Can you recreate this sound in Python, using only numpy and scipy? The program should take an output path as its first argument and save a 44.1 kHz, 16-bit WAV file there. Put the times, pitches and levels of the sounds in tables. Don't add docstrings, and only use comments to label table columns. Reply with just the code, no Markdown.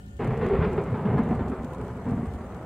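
import sys
import numpy as np
from scipy import signal
from scipy.fft import rfft, irfft
from scipy.io import wavfile
from scipy.ndimage import uniform_filter1d

SR = 44100
rng = np.random.default_rng(int(sys.argv[2]) if len(sys.argv) > 2 else 0)


def generate_wav(signal):
    frames = np.transpose(np.atleast_2d(signal))
    scaled = np.clip(frames, -1, 1) * 32767
    pcm = np.round(scaled).astype(np.int16)
    wavfile.write(sys.argv[1], SR, pcm)


def field_ratio(decibels):
    return 10 ** (np.asarray(decibels, dtype=float) / 20)


N = 116865


def evened(x):
    return x / np.sqrt(np.mean(x ** 2) + 1e-20)


def read(points, hz):
    f, value = np.transpose(points)
    return np.interp(np.log(hz + 1), np.log(f + 1), value)


def add(mix, start_s, sound):
    part = mix[..., round(start_s * SR):][..., :sound.shape[-1]]
    part += sound[..., :part.shape[-1]]


def colour(x, points):
    level_db = np.maximum(read(points, abs(np.fft.fftfreq(16384, 1 / SR))), -100)
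    log_gain = np.log(field_ratio(level_db))
    taps = np.fft.ifft(np.exp(np.conj(signal.hilbert(log_gain)))).real[:6000]
    shaped = taps.reshape((1,) * (x.ndim - 1) + (-1,))
    return signal.oaconvolve(x, shaped, axes=-1)[..., :x.shape[-1]] / np.linalg.norm(taps)


def clicks(per_s, spread_db):
    size = field_ratio(spread_db * np.minimum(rng.exponential(1, N), 5))
    sign = rng.choice([-1., 1.], N)
    return evened(size * sign * (rng.random(N) < per_s / SR))


# start_s, level_db, deep_db (low shocks over bright ones)
ROLL = [(.2, -40.5, 10), (.22, -37, 6.5), (.36, -41, 6), (.41, -41, 9), (.45, -36, 6), (.6, -34.5, 6),
        (0.646, -33.5, 3.5), (0.676, -35.5, 8.5), (.91, -42, 4), (1.03, -39, 6.5), (1.07, -38, 8.5),
        (1.2, -37.5, 9), (1.52, -41, 3.5), (1.68, -43, 4.5), (2.04, -45, 3.5), (2.07, -40.5, 9),
        (2.3, -44.5, 5), (2.65, -45.5, 2)]
# pitch_hz, level_db per Hz
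DEEP_SPECTRUM = [(18, -33), (30, -9.5), (54, -8), (135, 0.5), (242, -2.5), (305, -15), (330, -29),
                 (430, -30), (730, -120)]
# pitch_hz, level_db per Hz
CRACK_SPECTRUM = [(190, -35.5), (320, -8.5), (412, -2), (589, -10.5), (724, -10), (1170, -15.5),
                  (1640, -22), (2110, -23), (5000, -54), (6500, -89), (11000, -120)]
ARRIVAL_S, ATTACK_S = 0.1878, 0.0063
SHOCKS_PER_S, SHOCK_SPREAD_DB = 1500, 2
CLUMP_DB, CLUMP_S = 1, 0.033
DEEP_DB, CRACK_DB = 1.5, 4.5
TREBLE_SAG_DB_PER_S, RING_SAG_DB_PER_S = -7.5, -4


def roll():
    t = np.arange(N) / SR
    start_s, level_db, deep_db = np.transpose(ROLL)
    width = max(int(CLUMP_S * SR), 1)
    slow = uniform_filter1d(uniform_filter1d(rng.standard_normal(N), width), width)
    clumps = evened(field_ratio(CLUMP_DB * evened(slow)))
    front = np.clip((t - ARRIVAL_S) / ATTACK_S, 0, 1)
    drive = front * field_ratio(np.interp(t, start_s, level_db)) * clumps

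    deep = clicks(SHOCKS_PER_S / 2, SHOCK_SPREAD_DB) * field_ratio(DEEP_DB + np.interp(t, start_s, deep_db))
    bright = clicks(SHOCKS_PER_S * 2, SHOCK_SPREAD_DB) * field_ratio(CRACK_DB)
    crack = colour(drive * bright, CRACK_SPECTRUM) + rips()

    dull = signal.lfilter(*signal.butter(2, 1800 / (SR / 2)), crack)
    treble = (crack - dull) * field_ratio(TREBLE_SAG_DB_PER_S * (np.clip(t, .65, 1.36) - 0.6445))
    ring = signal.lfilter(*signal.iirpeak(410, 3, SR), crack)
    ring_change = ring * (field_ratio(RING_SAG_DB_PER_S * (t - 1.5)) - 1)
    return colour(drive * deep, DEEP_SPECTRUM) + ring_change + dull + treble


# start_s, peak_db, t60_s
RIPS = [(0.205, -28, 0.22), (0.415, -28.5, 0.3), (0.461, -29.5, 0.3), (0.623, -21, 0.22),
        (0.644, -20, 0.17), (0.779, -21.5, 0.13), (0.869, -32.5, 0.42), (0.945, -27, 0.24),
        (1.056, -22.5, 0.19), (1.123, -33, 0.48), (1.179, -21.5, 0.25), (1.259, -33.5, 0.16),
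        (1.309, -26.5, 0.26), (1.393, -24, 0.28), (1.47, -41, 0.23), (1.518, -26, 0.26), (1.591, -45, 0.28),
        (1.734, -32.5, 0.23), (1.811, -36.5, 0.43), (1.886, -32, 0.25), (2.063, -40, 0.098),
        (2.096, -38, 0.15), (2.169, -32, 0.4), (2.257, -34, 0.14), (2.335, -41, 0.18)]
# pitch_hz, level_db per Hz
RIP_SPECTRUM = [(300, -26), (700, 1.5), (1000, 3), (1500, -3.5), (2500, -13.5), (4000, -27), (5500, -39.5),
                (8000, -77.5)]
RIP_DB, RIP_RISE_S = -10.5, 0.002058


def rips():
    out, t = np.zeros(N), np.arange(8000) / SR
    for start_s, peak_db, t60_s in RIPS:
        rise = np.minimum(t / RIP_RISE_S, 1)
        decay = field_ratio(peak_db + RIP_DB - 60 * t / max(t60_s, .02))
        add(out, start_s - RIP_RISE_S, rise * decay * rng.standard_normal(8000))
    return colour(out, RIP_SPECTRUM)


# start_s, peak_db, pitch_hz, length_s
BOOMS = [(0.242, -25, 113.5, 0.022), (0.276, -19, 126.7, 0.029), (0.588, -10, 129, 0.011),
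         (0.614, -9, 139.6, 0.01), (.878, -21.5, 184, .014), (.917, -18, 116, .018), (.94, -18, 190, .012),
         (1.05, -16, 199, 0.018), (1.095, -28.5, 170, 0.011), (1.164, -19.5, 205, 0.02),
         (1.187, -11.5, 235, 0.018), (1.292, -20, 174, 0.009), (1.308, -14.5, 234, 0.017),
         (1.359, -20.5, 121.5, 0.054), (1.405, -17.5, 253, 0.013), (1.469, -24, 126, 0.029),
         (1.494, -20, 259, 0.016), (1.52, -19, 228, 0.0096), (1.597, -27, 244, 0.021),
         (1.636, -26.5, 251, 0.017), (1.8, -29.5, 217, 0.014), (1.832, -28, 178, 0.024),
         (2.059, -24.5, 252, 0.019), (2.079, -21.5, 250, 0.021), (2.105, -25, 89, 0.027),
         (2.128, -25.5, 251, 0.027), (2.15, -36, 184, .015), (2.169, -24.5, 246, 0.025),
         (2.192, -24, 150, 0.015), (2.237, -25, 236, 0.012), (2.265, -24, 89, 0.028),
         (2.31, -34, 73.5, 0.038), (2.35, -26, 80, 0.011)]
# start_s, peak_db, pitch_hz, length_s
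CLAPS = [(0.195, -20, 435, 0.014), (0.288, -29.5, 417, 0.024), (0.417, -21.5, 505, 0.019),
         (0.428, -19, 409, 0.025), (0.462, -20, 393, 0.021), (0.503, -13, 404.6, 0.033),
         (0.529, -12, 418, 0.016), (0.632, -17.5, 427, 0.025), (0.717, -22, 364, 0.022),
         (0.776, -13.5, 396.5, 0.019), (.875, -27, 406, .02), (.925, -24, 452, 0.012),
         (.95, -29.5, 385, .03), (1.06, -21.5, 442, 0.0097), (1.08, -27, 393, 0.025),
         (1.133, -20, 421, 0.02), (1.508, -25.5, 396, 0.031), (1.785, -36, 406, 0.021),
         (1.815, -29.5, 424, 0.023), (1.87, -34, 386, 0.027)]
PITCH_SAG, EDGE_DB, EDGE_T60_S = 0.081, -26, 0.15


def peals(rows, trim_db, rise_share):
    tones, edges = np.zeros(N), np.zeros(N)
    tail = np.arange(4000) / SR
    for start_s, peak_db, pitch_hz, length_s in rows:
        u = np.arange(0, 1, 1 / (SR * 2 * length_s))
        shape = np.minimum(2 * u / rise_share, 1) ** 2 * np.cos(np.pi * u / 2) ** 2
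        sagging_hz = pitch_hz * (1 + PITCH_SAG * (.5 - 2 * u))
        cycles = np.sin(2 * np.pi * np.cumsum(sagging_hz) / SR)
        add(tones, start_s, field_ratio(peak_db + trim_db) * shape * cycles)
        edge = field_ratio(peak_db + EDGE_DB - 60 * tail / EDGE_T60_S) * rng.standard_normal(4000)
        add(edges, start_s, edge)
    return tones + colour(edges, CRACK_SPECTRUM)


# start_s, peak_db, length_s
SNAPS = [
    (0.277, -20.5, 0.0054),
    (0.782, -19, 0.0076),
    (1.312, -17, 0.0038),
    (2.114, -17, 0.0068),
    (2.229, -18.5, 0.0048),
    (2.346, -27, 0.0049),
]


def snaps():
    out = np.zeros(N)
    for start_s, peak_db, length_s in SNAPS:
        u = np.arange(-4, 4, 3 / (SR * length_s))
        add(out, start_s - 2 * length_s / 3, -field_ratio(peak_db) * (1 - 2 * u ** 2) * np.exp(-u ** 2))
    return out


# pitch_hz, t60_s
ECHO = [(60, 0.21), (400, 0.16), (3000, 0.19)]
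ECHO_DB, ECHO_TURN_S = -10.5, 0.1514


def echoes(x):
    hz, t, z = signal.stft(rng.standard_normal((3, SR // 2)), SR, nperseg=512)
    tails = signal.istft(z * field_ratio(-60 * t / read(ECHO, hz)[:, None]), SR, nperseg=512)[1]
    tails = tails / np.linalg.norm(tails[0])
    phase = np.arange(N) / SR / ECHO_TURN_S / 3 + np.arange(3)[:, None] / 3
    scattered = signal.oaconvolve(x * np.cos(np.pi * phase), tails, axes=1)[:, :N].sum(0)
    return x + field_ratio(ECHO_DB) * scattered


# start_s, peak_db, left_over_right_db
FLAKES = [(0.0712, -65, 4), (0.167, -55, 3.0), (0.2443, -48.5, 3.0), (0.274, -48.5, -2), (0.3746, -49.5, 0),
          (0.4644, -49, -1), (0.486, -52, 4.0), (0.7303, -48.5, 3), (0.8145, -56, 3.0), (0.8377, -50, 1.0),
          (0.9717, -57, 3.5), (1.1842, -54, 3), (1.236, -54, 4), (1.29, -55, 2.5), (1.3513, -52, 1.0),
          (1.482, -51, 3.0), (1.498, -52.5, 4), (1.6317, -54, 3.5), (1.645, -46, -1), (1.7333, -48.5, 1.0),
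          (1.7466, -50.5, 1), (1.7824, -55, 1.5), (1.8123, -51, 0.5), (1.848, -54, 1.5), (1.8801, -53, 5),
          (1.934, -62, 3.0), (1.9675, -55, 3.0), (2.0862, -53, 4), (2.096, -56, 1.0), (2.1084, -54, 4),
          (2.2547, -56, 3.5), (2.336, -50, 1.0), (2.346, -55, -2), (2.5457, -51, 1.0)]
# pitch_hz, level_db per Hz
FIZZ_SPECTRUM = [(1760, -28), (3000, -2), (3440, -6), (4050, -7), (5370, -10.5), (7510, -6), (9600, -10),
                 (10600, -15.5), (15400, -15.5)]
FLAKE_RISE_S, FLAKE_T60_S, FLAKE_DB = .0015, 0.031, -1.5
SMALL_PER_S, SMALL_SPREAD_DB, SMALL_DB = 180, 2.5, -2.5
FIZZ_DB = -68


def flakes():
    t, out = np.arange(2500) / SR, np.zeros((2, N))
    shape = np.minimum(t / FLAKE_RISE_S, 1) * field_ratio(-60 * t / FLAKE_T60_S)
    for start_s, peak_db, pan_db in FLAKES:
        puff, tilt = rng.standard_normal((2, 2500)), rng.uniform(-.2, 0.69)
        puff = (puff + tilt * np.roll(puff, 1, axis=1)) / (1 + tilt / 2)
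        level = field_ratio(peak_db + FLAKE_DB + np.array([[pan_db], [-pan_db]]) / 2)
        add(out, start_s - FLAKE_RISE_S / 2, level * shape * puff)

    small = np.array([clicks(SMALL_PER_S, SMALL_SPREAD_DB), clicks(SMALL_PER_S, SMALL_SPREAD_DB)])
    swell = np.sqrt(abs(uniform_filter1d(small ** 2 + 0.22 * small[::-1] ** 2, 350, axis=1)))
    fizz = field_ratio(FIZZ_DB) * rng.standard_normal((2, N)) * np.sqrt(1 + (field_ratio(SMALL_DB) * swell) ** 2)
    return colour(out + patchy(fizz), FIZZ_SPECTRUM)


def patchy(x):
    z = signal.stft(x, nperseg=512)[2]
    field = uniform_filter1d(rng.standard_normal(z.shape), size=6, axis=1)
    field = uniform_filter1d(field, size=7, axis=2)
    return signal.istft(z * field_ratio(3.0 * evened(field)), nperseg=512)[1][:, :N]


def fuzzy(hz, width_hz, channels):
    t, size = np.arange(N) / SR, max(int(SR / width_hz / 2), 1)
    slow = uniform_filter1d(rng.standard_normal((2, channels, N)), size)
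    a, b = uniform_filter1d(slow, size)
    return evened(a * np.cos(2 * np.pi * hz * t) + b * np.sin(2 * np.pi * hz * t))


# pitch_hz, level_db per Hz
DRONE_SPECTRUM = [(15, -55.5), (25, -25.5), (46, -22.5), (70, -6), (98, -13.5), (209, -21.5), (411, -34),
                  (470, -34.5), (610, -81), (1030, -120)]
# pitch_hz, level_db, width_hz
MOANS = [(557, -65.5, 18), (726, -69.5, 60), (199.8, -53.5, 8.5)]
DRONE_DB = -42
HUM_HZ, HUM_DB, HUM_WIDTH_HZ = 65.57, -44.5, 8.7


def drone():
    rumble = field_ratio(DRONE_DB) * colour(rng.standard_normal(N + SR), DRONE_SPECTRUM)[SR:]
    steady = np.sin(2 * np.pi * HUM_HZ * np.arange(N) / SR)
    hum = field_ratio(HUM_DB) * (steady + fuzzy(HUM_HZ, HUM_WIDTH_HZ, channels=1)[0] / 2)
    moans = sum(field_ratio(db) * fuzzy(hz, width_hz, channels=1)[0] for hz, db, width_hz in MOANS)
    return rumble + hum + moans


# pitch_hz, level_db per Hz
HISS_SPECTRUM = [(24, -40.5), (40, -8), (215, -3.5), (362, -13), (426, -3), (475, -9.5), (1380, -15),
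                 (1480, -14), (3000, -21), (3900, -52), (6600, -120)]
# pitch_hz, level_db, width_hz
WHINE = [(1780, -65.5, 29), (1430, -69, 50), (795, -71.5, 110), (2960, -77.5, 25)]
HISS_DB = -61
HISS_OPPOSED, WHINE_OPPOSED = 0.28, 0.53


def hiss_and_whine():
    hiss = field_ratio(HISS_DB) * colour(rng.standard_normal((2, N + SR)), HISS_SPECTRUM)[:, SR:]
    whine = sum(field_ratio(db) * fuzzy(hz, width_hz, channels=2) for hz, db, width_hz in WHINE)
    return hiss - HISS_OPPOSED * hiss[::-1] + whine - WHINE_OPPOSED * whine[::-1]


# pitch_hz, left_over_right_db
LEAN = [(60, -17), (180, -2.5), (550, 10), (1650, 3.5), (4970, 2), (15000, 3)]


def scene():
    booms = peals(BOOMS, trim_db=-1, rise_share=0.38)
    claps = peals(CLAPS, trim_db=-3.5, rise_share=0.33)
    thunder = echoes(roll() + snaps() + booms + claps)
    lean = field_ratio(np.array([[.5], [-.5]]) * read(LEAN, np.fft.rfftfreq(N, 1 / SR)))
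    return thunder + drone() + irfft(rfft(hiss_and_whine() + flakes()) * lean, N)


def top_cut(x):
    return signal.sosfilt(signal.butter(12, 16450, fs=SR, output="sos"), x)


# pitch_hz, level_db under the middle
SIDE_KEPT = [(100, -33), (550, -25), (750, -30), (1100, -13), (1600, -40), (1900, -30), (2300, -6),
             (3200, -14), (4500, -22)]
# pitch_hz, level_db relative to their band
SPARSE = [(2500, -30), (5000, -5), (8500, -7), (10500, -1), (14000, -3)]
CEILING, EDGE_HZ = .4, 15700


def record(dry):
    soft = CEILING * np.tanh(dry / CEILING)
    left, right = np.pad(soft, ((0, 0), (4096, 4096)), "reflect", reflect_type="odd")
    hz, t, z = signal.stft(np.array([left + right, left - right]) / 2, SR, nperseg=2048)
    band = np.unique(np.round(np.log2(hz + 600) * 5), return_inverse=True)[1]
    member = (band == np.arange(band.max() + 1)[:, None]) * 1.
    mid, side = (member @ abs(z) ** 2)[:, band]

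    wander_db = 7 * rng.standard_normal(mid.shape)[band]
    z[1] *= side > mid * field_ratio(2 * read(SIDE_KEPT, hz)[:, None] + wander_db)
    band_mean = np.array([mid, side]) / member.sum(1)[band, None]
    z *= abs(z) ** 2 > band_mean * field_ratio(2 * read(SPARSE, hz)[:, None])
    z *= (hz < EDGE_HZ)[:, None]
    mid, side = signal.istft(z, SR, nperseg=2048)[1][:, 4096:4096 + N]
    return top_cut(np.array([mid + side, mid - side]))


dry = scene()
out = record(dry)
generate_wav(out)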